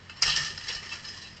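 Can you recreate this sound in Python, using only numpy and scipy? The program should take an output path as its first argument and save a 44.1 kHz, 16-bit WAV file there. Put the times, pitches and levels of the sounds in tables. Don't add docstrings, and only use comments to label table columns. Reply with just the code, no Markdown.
import sys
import numpy as np
from scipy import signal
from scipy.fft import rfft, irfft, next_fast_len
from scipy.io import wavfile
from scipy.ndimage import uniform_filter1d, map_coordinates

SR = 44100
rng = np.random.default_rng(int(sys.argv[2]) if len(sys.argv) > 2 else 0)


def store_wav(level_fs):
    pcm = np.round(np.clip(np.atleast_2d(level_fs), -1, 1) * 32767)
    wavfile.write(sys.argv[1], SR, pcm.T.astype(np.int16))


N = 61739
TIME = np.arange(N) / SR

# frequency in Hz, relative level in dB.
RUMBLE_SPECTRUM = [(20, -8.5), (45, 0.5), (90, 3.5), (200, -4.5), (300, -7), (700, -11), (2000, -10),
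                   (5000, -21), (9000, -42.5)]
# frequency in Hz, level in dB.
HUM_PARTIALS = [(44, -68.5), (88, -57.5), (133, -62), (180, -64.5), (221, -66.5)]
# time in seconds, level in dB.
SHUDDERS = [(.236, -46.5), (.28, -45), (0.336, -52.5), (.372, -54), (0.404, -47.5), (0.524, -52),
            (.76, -52.5)]
# frequency in Hz, relative level in dB.
FRAME_SPECTRUM = [(20, -13), (42, 26), (65, 9), (100, 2), (155, 18), (240, 2.5), (500, -0.5), (1200, -14)]
# time in seconds, level in dB.
PAW_KNOCKS = [(0.506, -46), (0.696, -46), (.752, -51), (0.828, -49), (.858, -55), (.972, -60), (1.124, -58),
              (1.23, -51)]
# frequency in Hz, relative level in dB.
FLOOR_SPECTRUM = [(60, -8), (160, -2), (260, -21.5), (390, 3.5), (560, -7.5), (1500, -28.5)]
# centre in seconds, pitch in Hz, level in dB, half length in seconds.
SQUEAKS = [(0.112, 2646, -46.5, 0.014), (0.182, 5380, -51, .02), (0.295, 1218, -37.5, 0.015),
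           (0.296, 3055, -33.5, 0.016), (0.33, 2830, -33.5, 0.012), (0.349, 3030, -34.5, 0.024),
           (0.393, 1812, -31, 0.0088), (0.789, 2956, -45, 0.02), (0.927, 2650, -34.5, 0.012),
           (1.077, 3970, -47.5, 0.0068), (1.095, 5130, -42, 0.038), (1.264, 2672, -52, 0.022),
           (1.262, 3953, -53.5, 0.041), (1.33, 5110, -56.5, 0.054)]
# frequency in Hz, relative level in dB.
MESH_SPECTRUM = [(100, -27.5), (300, -14), (650, -14), (950, -6.5), (1210, -1), (1550, -5), (1680, -3),
                 (1800, 9.5), (1930, -3), (2150, -1.5), (2450, -2.5), (2700, 2.5), (3050, 3.5), (3300, -1),
                 (3600, -8.5), (4000, 1.5), (4450, -2), (4850, 4.5), (5600, 2.5), (5950, -9.5), (6350, -3),
                 (7050, -14.5), (7500, -7), (8000, -21.5), (8400, -22.5), (9200, -54)]
# time in seconds, level in dB.
RATTLE_LEVELS = [(0, -59.5), (.06, -58), (.14, -57.5), (.21, -51), (.25, -43), (.32, -39), (.42, -35.5),
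                 (.49, -39.5), (.54, -46), (.62, -46.5), (.68, -41), (.76, -42), (.82, -47.5), (.94, -44.5),
                 (1.02, -46.5), (1.1, -47), (1.26, -49.5), (1.33, -50.5), (1.4, -59.5)]
# frequency in Hz, relative level in dB, T60 in seconds.
WIRE_MODES = [(888, -13, .45), (1203, -2, .35), (1775, -9, .5), (1808, -5, .45), (2643, 2, .5),
              (2857, -2, .4), (2955, -1, .55), (3055, -1, .35), (3968, -2, .5), (4216, -4, .45),
              (4705, -8, .45), (4870, -5, .45), (5114, -3, .7), (5430, -6, .4), (5701, -5, .45)]
# time in seconds, treble, middle and low levels in dB,
# T60 of the chatter in seconds, swell time in seconds.
CLASHES = [(0.0969, -50.5, -45.5, -44, 0.03, 0.0013), (.172, -54, -53, -52.5, 0.22, .012),
           (.226, -21.5, -41.5, -31, 0.043, 0.004), (.234, -29, -31, -28.5, 0.047, 0.0052),
           (0.265, -27.5, -33, -31.5, 0.095, 0.012), (0.279, -30, -29, -37, 0.2, .005),
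           (.297, -29.5, -30.5, -32.5, 0.23, 0.0029), (0.339, -39.5, -38, -41, 0.15, 0.001),
           (.364, -27, -29.5, -36, 0.045, 0.0047), (.373, -32, -41, -32, 0.31, .001),
           (.411, -39.5, -52.5, -46.5, 0.16, 0.0023), (.449, -36, -39, -39.5, 0.25, 0.0071),
           (0.577, -37, -48, -44, 0.046, 0.0011), (0.612, -55.5, -46.5, -51, .08, 0.0059),
           (0.6412, -42, -52, -45.5, .08, .004), (0.6889, -32, -38, -39, 0.035, 0.0084),
           (.702, -47, -37, -42.5, 0.076, .003), (0.728, -36.5, -52, -45.5, 0.066, .005),
           (0.7502, -35, -45.5, -44, .04, .002), (0.764, -47.5, -45.5, -44.5, .06, .001),
           (0.8299, -46, -55, -45, 0.17, 0.006), (0.863, -49, -52.5, -43.5, 0.081, 0.015),
           (0.8928, -44.5, -45.5, -52.5, 0.24, .002), (.931, -40, -43.5, -42, 0.081, 0.015),
           (0.954, -45.5, -50.5, -46.5, 0.049, .002), (1.051, -43, -47, -46, 0.093, .005),
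           (1.087, -43.5, -52, -51.5, 0.053, 0.0088), (1.178, -46, -52, -53, 0.066, 0.011),
           (1.2169, -45.5, -52, -56, 0.11, 0.0014), (1.251, -55, -50, -56, 0.074, 0.012),
           (1.3693, -51, -55.5, -55, 0.092, 0.0037)]
# frequency in Hz, relative level in dB, T60 in seconds.
DOOR_MODES = [(4750, 4, 0.063), (4554, -5, .035), (5250, 5, 0.015), (5450, 4, 0.035), (5800, 4, 0.039),
              (6080, 2, .02), (6560, -15, 0.012)]
# start in seconds, peak level in dB.
DOOR_SLAMS = [(0.2223, -11), (.2295, -19), (0.3618, -17.5), (.373, -21.5)]

LOW_EDGE_HZ, TREBLE_EDGE_HZ = 2640, 4020
RING_SAMPLES = int(0.4 * SR)


def amp(db):
    return 10 ** (np.asarray(db) / 20)


def unit_rms(x):
    return x / np.sqrt(np.mean(x ** 2) + 1e-20)


def filtered(x, response):
    size = next_fast_len(len(x) + 2048, True)
    return irfft(rfft(x, size) * response(np.fft.rfftfreq(size, 1 / SR)), size)[..., :len(x)]


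def coloured(x, spectrum):
    knots_hz, db = np.transpose(spectrum)
    return filtered(x, lambda hz: amp(np.interp(np.log(hz + 1), np.log(knots_hz + 1), db)))


def low_pass(hz, edge_hz, order=24):
    return 1 / (1 + (hz / edge_hz) ** order)


def noise(spectrum):
    return unit_rms(coloured(rng.standard_normal(N), spectrum))


def wobble(rate):
    coarse = TIME[::32]
    curve = map_coordinates(rng.standard_normal(1024), [coarse * rate], mode="wrap")
    return np.interp(TIME, coarse, curve)


def wavering_sine(hz, drift_rad, rate):
    return np.sin(2 * np.pi * hz * TIME + drift_rad * wobble(rate))


def strike(peak_s, t60, swell_s=0.0028, t=TIME):
    return np.exp(np.minimum(t - peak_s, 0) / swell_s) * amp(-60 * np.maximum(t - peak_s, 0) / t60)


def contacts(per_second, size):
    strength_db = 3.5 * np.clip(rng.standard_normal(size), -2, 2)
    return (rng.random(size) < per_second / SR) * rng.choice([-1, 1], size) * amp(strength_db)


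def outdoors():
    hum = sum(amp(db) * np.sqrt(2) * wavering_sine(hz, drift_rad=1, rate=10) for hz, db in HUM_PARTIALS)
    return amp(-53.5) * noise(RUMBLE_SPECTRUM) + hum


def shudder():
    frame_envelope = sum(amp(db) * strike(s, t60=0.36) for s, db in SHUDDERS)
    boom_envelope = sum(amp(db - 3.5) * strike(s, t60=0.41) for s, db in SHUDDERS)
    floor_mode = np.sqrt(2) * wavering_sine(hz=150, drift_rad=0.54, rate=38.9)
    return frame_envelope * noise(FRAME_SPECTRUM) + boom_envelope * floor_mode


def paws():
    return sum(amp(db) * strike(s, t60=0.09) for s, db in PAW_KNOCKS) * noise(FLOOR_SPECTRUM)


def squeaks():
    out = np.zeros(N)
    for centre_s, hz, db, half_s in SQUEAKS:
        pitch_hz = hz * (1 + 0.0046 * wobble(rate=250))
        envelope = amp(db) * np.exp(-((TIME - centre_s) / half_s) ** 2)
        out += envelope * np.sqrt(2) * np.sin(2 * np.pi * np.cumsum(pitch_hz) / SR)
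    return out


def mesh(force):
    t = np.arange(RING_SAMPLES) / SR
    crack, ring = (unit_rms(rng.standard_normal(len(t)) * amp(-60 * t / t60)) for t60 in (0.02, 0.2))
    vibration = signal.fftconvolve(force, crack + amp(-2.5) * ring)[:len(force)]
    return coloured(vibration, MESH_SPECTRUM)


def rattle():
    envelope = amp(np.interp(TIME, *np.transpose(RATTLE_LEVELS)))
    return envelope * unit_rms(mesh(contacts(per_second=560, size=N)))


def long_wires():
    growth, spread_db, waver_db = 0.99, 1.5, 3
    out = np.zeros(N)
    for hz, mode_db, t60 in WIRE_MODES:
        kicks = np.zeros(N)
        for s, treble_db, middle_db, low_db, *_ in CLASHES:
            blow_db = low_db if hz < LOW_EDGE_HZ else middle_db if hz < TREBLE_EDGE_HZ else treble_db
            kicks[round(s * SR)] = amp(growth * blow_db + mode_db + spread_db * rng.standard_normal())
        kept_per_sample = amp(-60 / (t60 * SR)) ** 2
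        energy = signal.lfilter([1], [1, -kept_per_sample], kicks ** 2)
        tone = wavering_sine(hz, drift_rad=0.45, rate=35)
        out += np.sqrt(energy) * amp(waver_db * wobble(rate=35)) * tone
    return amp(-15) * out


def three_bands(hz):
    low, under_treble = low_pass(hz, LOW_EDGE_HZ), low_pass(hz, TREBLE_EDGE_HZ)
    return np.array([1 - under_treble, under_treble - low, low])


def clashes():
    lead = 1024
    t = (np.arange(RING_SAMPLES) - lead) / SR
    out = np.zeros(N + SR)
    for s, *levels_db, t60, swell_s in CLASHES:
        force = contacts(per_second=3200, size=len(t)) * strike(0, t60, swell_s, t)
        contact_db = -5 - 2199 * swell_s
        force[lead] += amp(contact_db) * np.linalg.norm(force)
        bands = filtered(mesh(force), three_bands)
        peak_rms = np.sqrt(uniform_filter1d(bands ** 2, size=400).max(axis=1) + 1e-20)
        out[round(s * SR) - lead:][:len(t)] += (amp(levels_db) / peak_rms) @ bands
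    return out[:N]


def door():
    attack_s = 0.00031
    t = np.arange(SR // 8) / SR
    out = np.zeros(N)
    for s, peak_db in DOOR_SLAMS:
        clink = sum(amp(db - 60 * t / t60) * np.sin(2 * np.pi * (hz * t + rng.random()))
                    for hz, db, t60 in DOOR_MODES)
        clink *= 1 - np.exp(-t / attack_s)
        out[round(s * SR):][:len(t)] += amp(peak_db) * clink / np.abs(clink).max()
    return out


def scene():
    return (door() + clashes() + long_wires() + rattle() + squeaks() + paws() + shudder()
            + outdoors())[None]


def record(dry):
    return np.array([filtered(x, lambda hz: low_pass(hz, edge_hz=8850, order=120)) for x in dry])


dry = scene()
out = record(dry)
store_wav(out)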